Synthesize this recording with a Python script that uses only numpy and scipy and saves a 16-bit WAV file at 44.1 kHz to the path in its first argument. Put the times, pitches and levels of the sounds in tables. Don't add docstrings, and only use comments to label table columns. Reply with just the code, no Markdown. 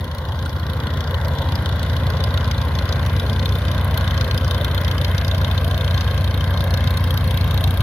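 import sys
import numpy as np
from scipy import signal
from scipy.fft import rfft, irfft, next_fast_len
from scipy.io import wavfile
from scipy.ndimage import uniform_filter1d, map_coordinates

SR = 44100
rng = np.random.default_rng(int(sys.argv[2]) if len(sys.argv) > 2 else 0)


def generate_wav(sig):
    pcm = np.round(np.clip(np.atleast_2d(sig).T, -1, 1) * 32767).astype(np.int16)
    wavfile.write(sys.argv[1], SR, pcm)


def nominal_scale(level):
    x = np.asarray(level, float) / 20
    return 10 ** x


N = 344862
T = np.arange(N) / SR


def unit(x):
    return x / np.sqrt(np.mean(x ** 2))


def curves(table):
    s, *columns = np.transpose(table)
    return [np.interp(T, s, column) for column in columns]


def along(table, hz):
    table_hz, value = np.transpose(table)
    return np.interp(np.log(hz + 1), np.log(table_hz), value)


def ring(x, hz, width_hz):
    b, a = signal.iirpeak(hz, hz / width_hz, fs=SR)
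    return signal.lfilter(b, a, signal.lfilter(b, a, x))


def walk(rate_hz, stride=1):
    steps = np.repeat(rng.standard_normal(int(N / SR * rate_hz) + 2), 8)
    soft = uniform_filter1d(uniform_filter1d(steps, size=8), size=8)
    return 1.3 * np.interp(T[::stride] * rate_hz * 8, np.arange(len(soft)), soft)


# [start_s, firing_rate_hz]
NEAR_THROTTLE = [(0, 28.58), (.59, 29.147), (.761, 29.521), (1.266, 28.807), (1.515, 29.697),
                 (1.776, 28.947), (1.993, 29.401), (3.015, 28.96), (3.496, 31.505), (4.075, 29.927),
                 (4.495, 29.799), (5.31, 30.095), (5.877, 30.209), (6.063, 29.859), (6.264, 30.339),
                 (7.216, 29.701), (7.82, 30.6)]
# [start_s, firing_rate_hz]
FAR_THROTTLE = [(0.0, 37.642), (0.6, 37.426), (1.2, 37.321), (1.8, 36.81), (2.41, 35.784), (3.01, 35.034),
                (3.61, 34.781), (4.21, 34.662), (4.81, 34.532), (5.41, 34.644), (6.02, 34.836),
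                (6.62, 34.701), (7.22, 34.634), (7.82, 34.576)]


def firing_counts():
    return [np.cumsum(curves(table)[0]) / SR for table in (NEAR_THROTTLE, FAR_THROTTLE)]


def hum(firings, level_db, orders, lag, muffler, scatter):
    stride = 8
    slow_firings = firings[::stride] - lag
    out = 0
    for k, db in orders:
        uneven = k % 4 > 0
        turns = k / 4 * slow_firings + (k > muffler) / 2
        turns = turns + uneven * scatter * (rng.random() - 1)
        slip_rad = .12 * (1 + uneven) * walk(5, stride)
        wander_db = .9 * (.5 + uneven) * walk(4, stride)
        out = out + nominal_scale(db - 1.5 * uneven + wander_db) * np.cos(2 * np.pi * turns + slip_rad)
    return np.sqrt(2) * nominal_scale(level_db) * np.interp(T, T[::stride], out)


# [multiple of the four-firing cycle, level_db]
NEAR_ORDERS = [(4, -36), (8, -9), (9, -24), (10, -21), (11, -18), (12, 0), (13, -16), (14, -13), (15, -13),
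               (16, -11), (17, -19), (18, -23), (19, -14), (20, -16), (21, -24), (22, -17), (24, -25),
               (26, -24), (27, -28), (28, -21), (32, -25)]


def near_hum(firings, fade_db):
    return hum(firings, -24.5 + 0.58 * T + fade_db, NEAR_ORDERS, lag=.255, muffler=8.7, scatter=.3)


# [peak_s, peak_db, top_hiss_db over the peak]
HARD_FIRINGS = [(0.6983, -23, -13), (1.1433, -19, -20), (1.6585, -16.5, -19), (2.239, -15, -15),
                (2.7876, -16, -21), (3.3943, -19, -20), (3.457, -13.5, -16), (3.9748, -14.5, -7),
                (4.0767, -17, -21), (4.21, -14, -17), (4.3107, -14, -22), (4.377, -16.5, -9.5),
                (4.5102, -14.5, -13), (4.6454, -13, -14), (4.7782, -13.5, -19), (4.9126, -16, -15),
                (5.0458, -13.5, -17), (5.3127, -14, -21), (5.446, -14.5, -19), (5.5782, -15.5, -25),
                (5.711, -17.5, -14), (6.0087, -17.5, -17), (6.606, -18, -11), (6.7398, -16, -13),
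                (6.8734, -16, -14.5), (6.9718, -17, -8.5), (7.1067, -17.5, -7.5), (7.174, -17, -7.5),
                (7.3731, -17, -8.5), (7.64, -13.5, -13)]
CYLINDER_DB = np.array([4.0, 6.0, 1, 3.5])
CYLINDER_DB_PER_S = np.array([-0.025, -0.32, .6, 0.3])
# [pitch_hz, width_hz, level_db]
STUB = [(1420, 210, 6), (2200, 420, -3), (3278, 640, 12), (3640, 560, 12.5), (4155, 280, 8.5),
        (4890, 650, 5.5), (5460, 850, 1), (5970, 530, -17)]
# [pitch_hz, width_hz, level_db]
HISS = [(8800, 1000, -11.5), (11200, 1350, -1), (12300, 1950, 4), (13600, 1800, -5), (15300, 1300, -9)]


def exhaust(firings, spit_db, hiss_db):
    chance = rng.standard_normal((int(firings[-1]) + 3, 3 + len(STUB) + len(HISS)))
    count = np.arange(len(chance))
    cylinder = count % 4
    start = np.interp(count + 0.198, firings, T) + 0.00036 * chance[:, 0]
    drift_db = np.asarray(CYLINDER_DB_PER_S)[cylinder] * (start - T[-1] / 2)
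    cylinder_db = np.asarray(CYLINDER_DB)[cylinder] + drift_db
    size_db = np.interp(start, T, spit_db) + cylinder_db + 3.45 * np.clip(chance[:, 1], -3, 1) - 3.0
    top_db = np.interp(start, T, hiss_db) + 1.28 * cylinder_db + 2.45 * chance[:, 2]
    for s, peak_db, rel_db in HARD_FIRINGS:
        nearest = np.argmin(abs(start + .0025 - s))
        start[nearest] = s - .0012
        size_db[nearest] = peak_db - 14
        top_db[nearest] = peak_db + rel_db - 12

    k = np.clip(np.searchsorted(start, T) - 1, 0, None)
    age = np.maximum(T - start[k], 0)
    tail = (1 - np.exp(-age / 0.0011)) * np.exp(-age / 0.0042)
    out, column = 0, 3
    for modes, db, fade_s in ((STUB, size_db, .0013), (HISS, top_db, .0016)):
        puff = (age / fade_s) ** 1.02 * np.exp(-age / fade_s)
        gas = rng.standard_normal((5, N))
        jet = puff * (gas[0] + .3 * gas[1:3]) + 0.58 * tail * gas[3:]
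        sound = 0
        for hz, width_hz, mode_db in modes:
            colour_db = 3.8 * chance[:, column]
            sound = sound + ring(nominal_scale(mode_db + colour_db)[k] * jet, hz, width_hz) / np.sqrt(width_hz)
            column += 1
        energy = np.bincount(k, np.mean(sound ** 2, axis=0), len(count)) / (SR / 30) + 1e-12
        gain = (nominal_scale(db) / np.sqrt(energy))[k]
        out = out + sound * uniform_filter1d(gain, size=40)
    return out


# [pitch_hz, level_db per Hz]
WASH_SPECTRUM = [(20, -46), (45, -28), (90, -16.5), (170, -20.5),
                 (260, -19), (350, -25.5), (520, -23), (1000, -26), (1600, -28.5), (2100, -31), (2600, -35),
        (3600, -35.5), (5200, -49), (7800, -60.5), (9500, -54.5)]
# [pitch_hz, likeness 0-1]
LIKENESS = [(60, 0.94), (300, 0.96), (700, 0.91), (1400, 0.66), (3000, 0.21), (8000, 0.37)]


def wash(firings, level_db, left_db, rush_db):
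    size = next_fast_len(N)
    hz = np.arange(size // 2 + 1) * SR / size
    like = np.clip(along(LIKENESS, hz), 0, 1)
    noise = rfft(rng.standard_normal((2, size))) * nominal_scale(along(WASH_SPECTRUM, hz))
    mid, side = noise * np.sqrt([1 + like, 1 - like])
    ports = np.array([mid + side, mid - side])
    body = irfft(ports[0] * (hz > 350) * (hz < 2000), size)
    scale = np.sqrt(np.mean(body ** 2))

    throb_db = 1.84 * np.cos(4 * np.pi * (firings - .47))
    throb_db = throb_db + 0.88 * np.cos(2 * np.pi * (firings - .3))
    throb_db = throb_db + 0.58 * np.cos(np.pi * (firings - .3))
    flank_db = (left_db + 8.0) * np.array([[1.3], [.4]])
    octave = np.log2((hz + 1) / 28)
    out, swell = 0, walk(0.72)
    for centre in np.arange(0, 9, .5):
        band_hz = 28 * 2 ** centre
        band = np.cos(np.pi * np.clip(octave - centre, -.5, .5)) ** 2
        db = level_db + 0.057 * swell + 1.65 * walk(9) + throb_db * (band_hz > 300)
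        db = db + flank_db * (2200 < band_hz < 2900)
        db = db + (rush_db - rush_db.mean()) * (band_hz > 2900)
        out = out + nominal_scale(db) * irfft(ports * band, size)[:, :N]
    return out / scale


# [pitch_hz, width_hz, level_db over the wash]
PIPE = [(524.5, 49, -14), (1041, 53, -14.5), (1597, 81, -16)]


def pipe(firings, level_db):
    gust_db = 2.4 * np.cos(4 * np.pi * (firings - .4)) + 3.2 * np.cos(np.pi * (firings - .8))
    flow = rng.standard_normal(N) * nominal_scale(gust_db + 1.46 * walk(25))
    out = 0
    for hz, width_hz, db in PIPE:
        out = out + nominal_scale(level_db + db + 0.79 * walk(3.2)) * unit(ring(flow, hz, width_hz))
    return out


def slipstream(low_db, high_db):
    ridges = ((11240, 1300, low_db + 9.0), (13100, 4100, high_db + 8.0), (14500, 2700, high_db - 1))
    out = 0
    for hz, width_hz, db in ridges:
        air = rng.standard_normal((3, N))
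        flutter_db = 1.5 * walk(12) + .8 * walk(1.5)
        out = out + nominal_scale(db + flutter_db) * unit(ring(air[0] + .9 * air[1:], hz, width_hz))
    return out


# [start_s, length_s, pitch_hz, level_db]
SQUEAKS = [
    (.185, .07, 14600, -51),
    (.485, .045, 14620, -51),
]


def brake():
    out = 0
    for s, length_s, hz, db in SQUEAKS:
        gate = np.clip(np.minimum(T - s, s + length_s - T) / .006, 0, 1)
        out = out + nominal_scale(db + 2.5 * walk(90)) * gate * np.sin(2 * np.pi * hz * T + .9 * walk(150))
    return out


# [multiple of the four-firing cycle, level_db]
FAR_ORDERS = [(4, -24), (5, -29), (7, -19), (8, 0), (9, -15), (10, -14), (11, -12), (12, -9), (13, -9),
              (14, -19), (15, -9), (16, -11), (17, -22), (19, -15), (26, -23)]


def far_hum(firings, fade_db):
    return hum(firings, -25.5 + fade_db, FAR_ORDERS, lag=.75, muffler=7.5, scatter=1)


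def far_exhaust(firings, level_db):
    chance = rng.standard_normal((int(firings[-1]) + 2, 2))
    where = np.flatnonzero(np.diff(np.floor(firings)) > 0)
    jitter = (25 * chance[:len(where), 0]).astype(int)
    where = np.clip(where + jitter, 0, N - 1)
    ticks = np.zeros(N)
    ticks[where] = nominal_scale(3.5 * chance[:len(where), 1])
    decay = np.exp(-1 / (0.0028 * SR))
    burst = signal.lfilter([1], [1, -decay], ticks) * rng.standard_normal(N)
    return nominal_scale(level_db) * unit(ring(burst, 3540, 3100) + 0.14 * ring(burst, 14000, 5000))


# [start_s, comb_spacing_hz]
GROUND = [(0, 495), (2.5, 500.5), (5, 522), (7.82, 544)]


def tarmac(air):
    dull = signal.butter(1, [350, 5000], "bandpass", fs=SR, output="sos")
    heard_s = T - 1 / curves(GROUND)[0]
    return 0.3 * np.array([np.interp(heard_s, T, port) for port in signal.sosfilt(dull, air)])


def late(x, samples):
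    return map_coordinates(x, [np.arange(N) - samples], order=2, mode="nearest")


# [start_s, share of the left flank facing the microphone 0-1]
FLANK = [(0, 0.17), (.8, 0.48), (1.6, 0.51), (2.0, 0.65), (2.4, 0.72), (3.0, 0.8), (4.2, 0.78), (4.8, 0.87),
         (5.6, 0.83), (6.6, 0.77), (7.82, 0.88)]
# [start_s, spit_db over the wash, top_hiss_db over the wash]
AIM = [(0, -7, -21.5), (1.5, -7, -24), (2.8, -5.5, -24.5), (3.6, -6, -20.5), (4.6, -3.5, -16.5),
       (5.4, -4.5, -19.5), (6.5, -5, -20), (7.3, -6, -16), (7.82, -5.5, -15)]


def scene():
    near, far = firing_counts()
    fade_db = -5 * np.clip(1 - T / 1.38, 0, 1)
    wash_db = -30.5 - 0.1483 * T + fade_db
    flank = curves(FLANK)[0]
    spit_db, hiss_db = curves(AIM)
    left_db = -31 + (-6.5 + 31) * flank
    strut_db = -73 + (-21.5 + 73) * flank
    lead_samples = 4.34 + (13.46 - 4.34) * flank

    treble = exhaust(near, wash_db + spit_db, wash_db + hiss_db)
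    treble = treble + slipstream(wash_db + strut_db, wash_db - 32 + 0.3 * T)
    treble[1] = late(treble[1], lead_samples)
    air = nominal_scale(-1.0) * wash(near, wash_db, left_db, .1 * T) + pipe(near, wash_db)
    air = air + far_exhaust(far, wash_db - 20.5) + 0.8 * treble
    air = air + tarmac(air)
    return near_hum(near, fade_db) + far_hum(far, fade_db) + air + brake()


def band_limit(x):
    return signal.sosfilt(signal.butter(12, 16480, fs=SR, output="sos"), x)


# [pitch_hz, left minus right level_db]
LEAN = [(60, 1), (110, 0), (200, 1.5), (380, 0.5), (700, 3), (1290, -1), (2380, 5.5), (4400, 1),
        (8120, -1.5), (15000, 4)]


def record(dry):
    size = next_fast_len(N + SR // 10)
    hz = np.arange(size // 2 + 1) * SR / size
    lead = np.exp(2j * np.pi * hz * .9 / SR)
    tilt = nominal_scale(along(LEAN, hz) / 2) * lead
    top = 1 / (1 + (hz / 15750) ** 200) + nominal_scale(-24)
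    shadow = 1 - 0.39 * np.exp(-((hz - 7760) / 570) ** 2)
    edge = np.pad(dry, ((0, 0), (0, size - N)), mode="reflect")
    mix = irfft(rfft(edge) * top * shadow * np.array([tilt, 1 / tilt]), size)[:, :N]
    return band_limit(mix)


dry = scene()
out = record(dry)
generate_wav(out)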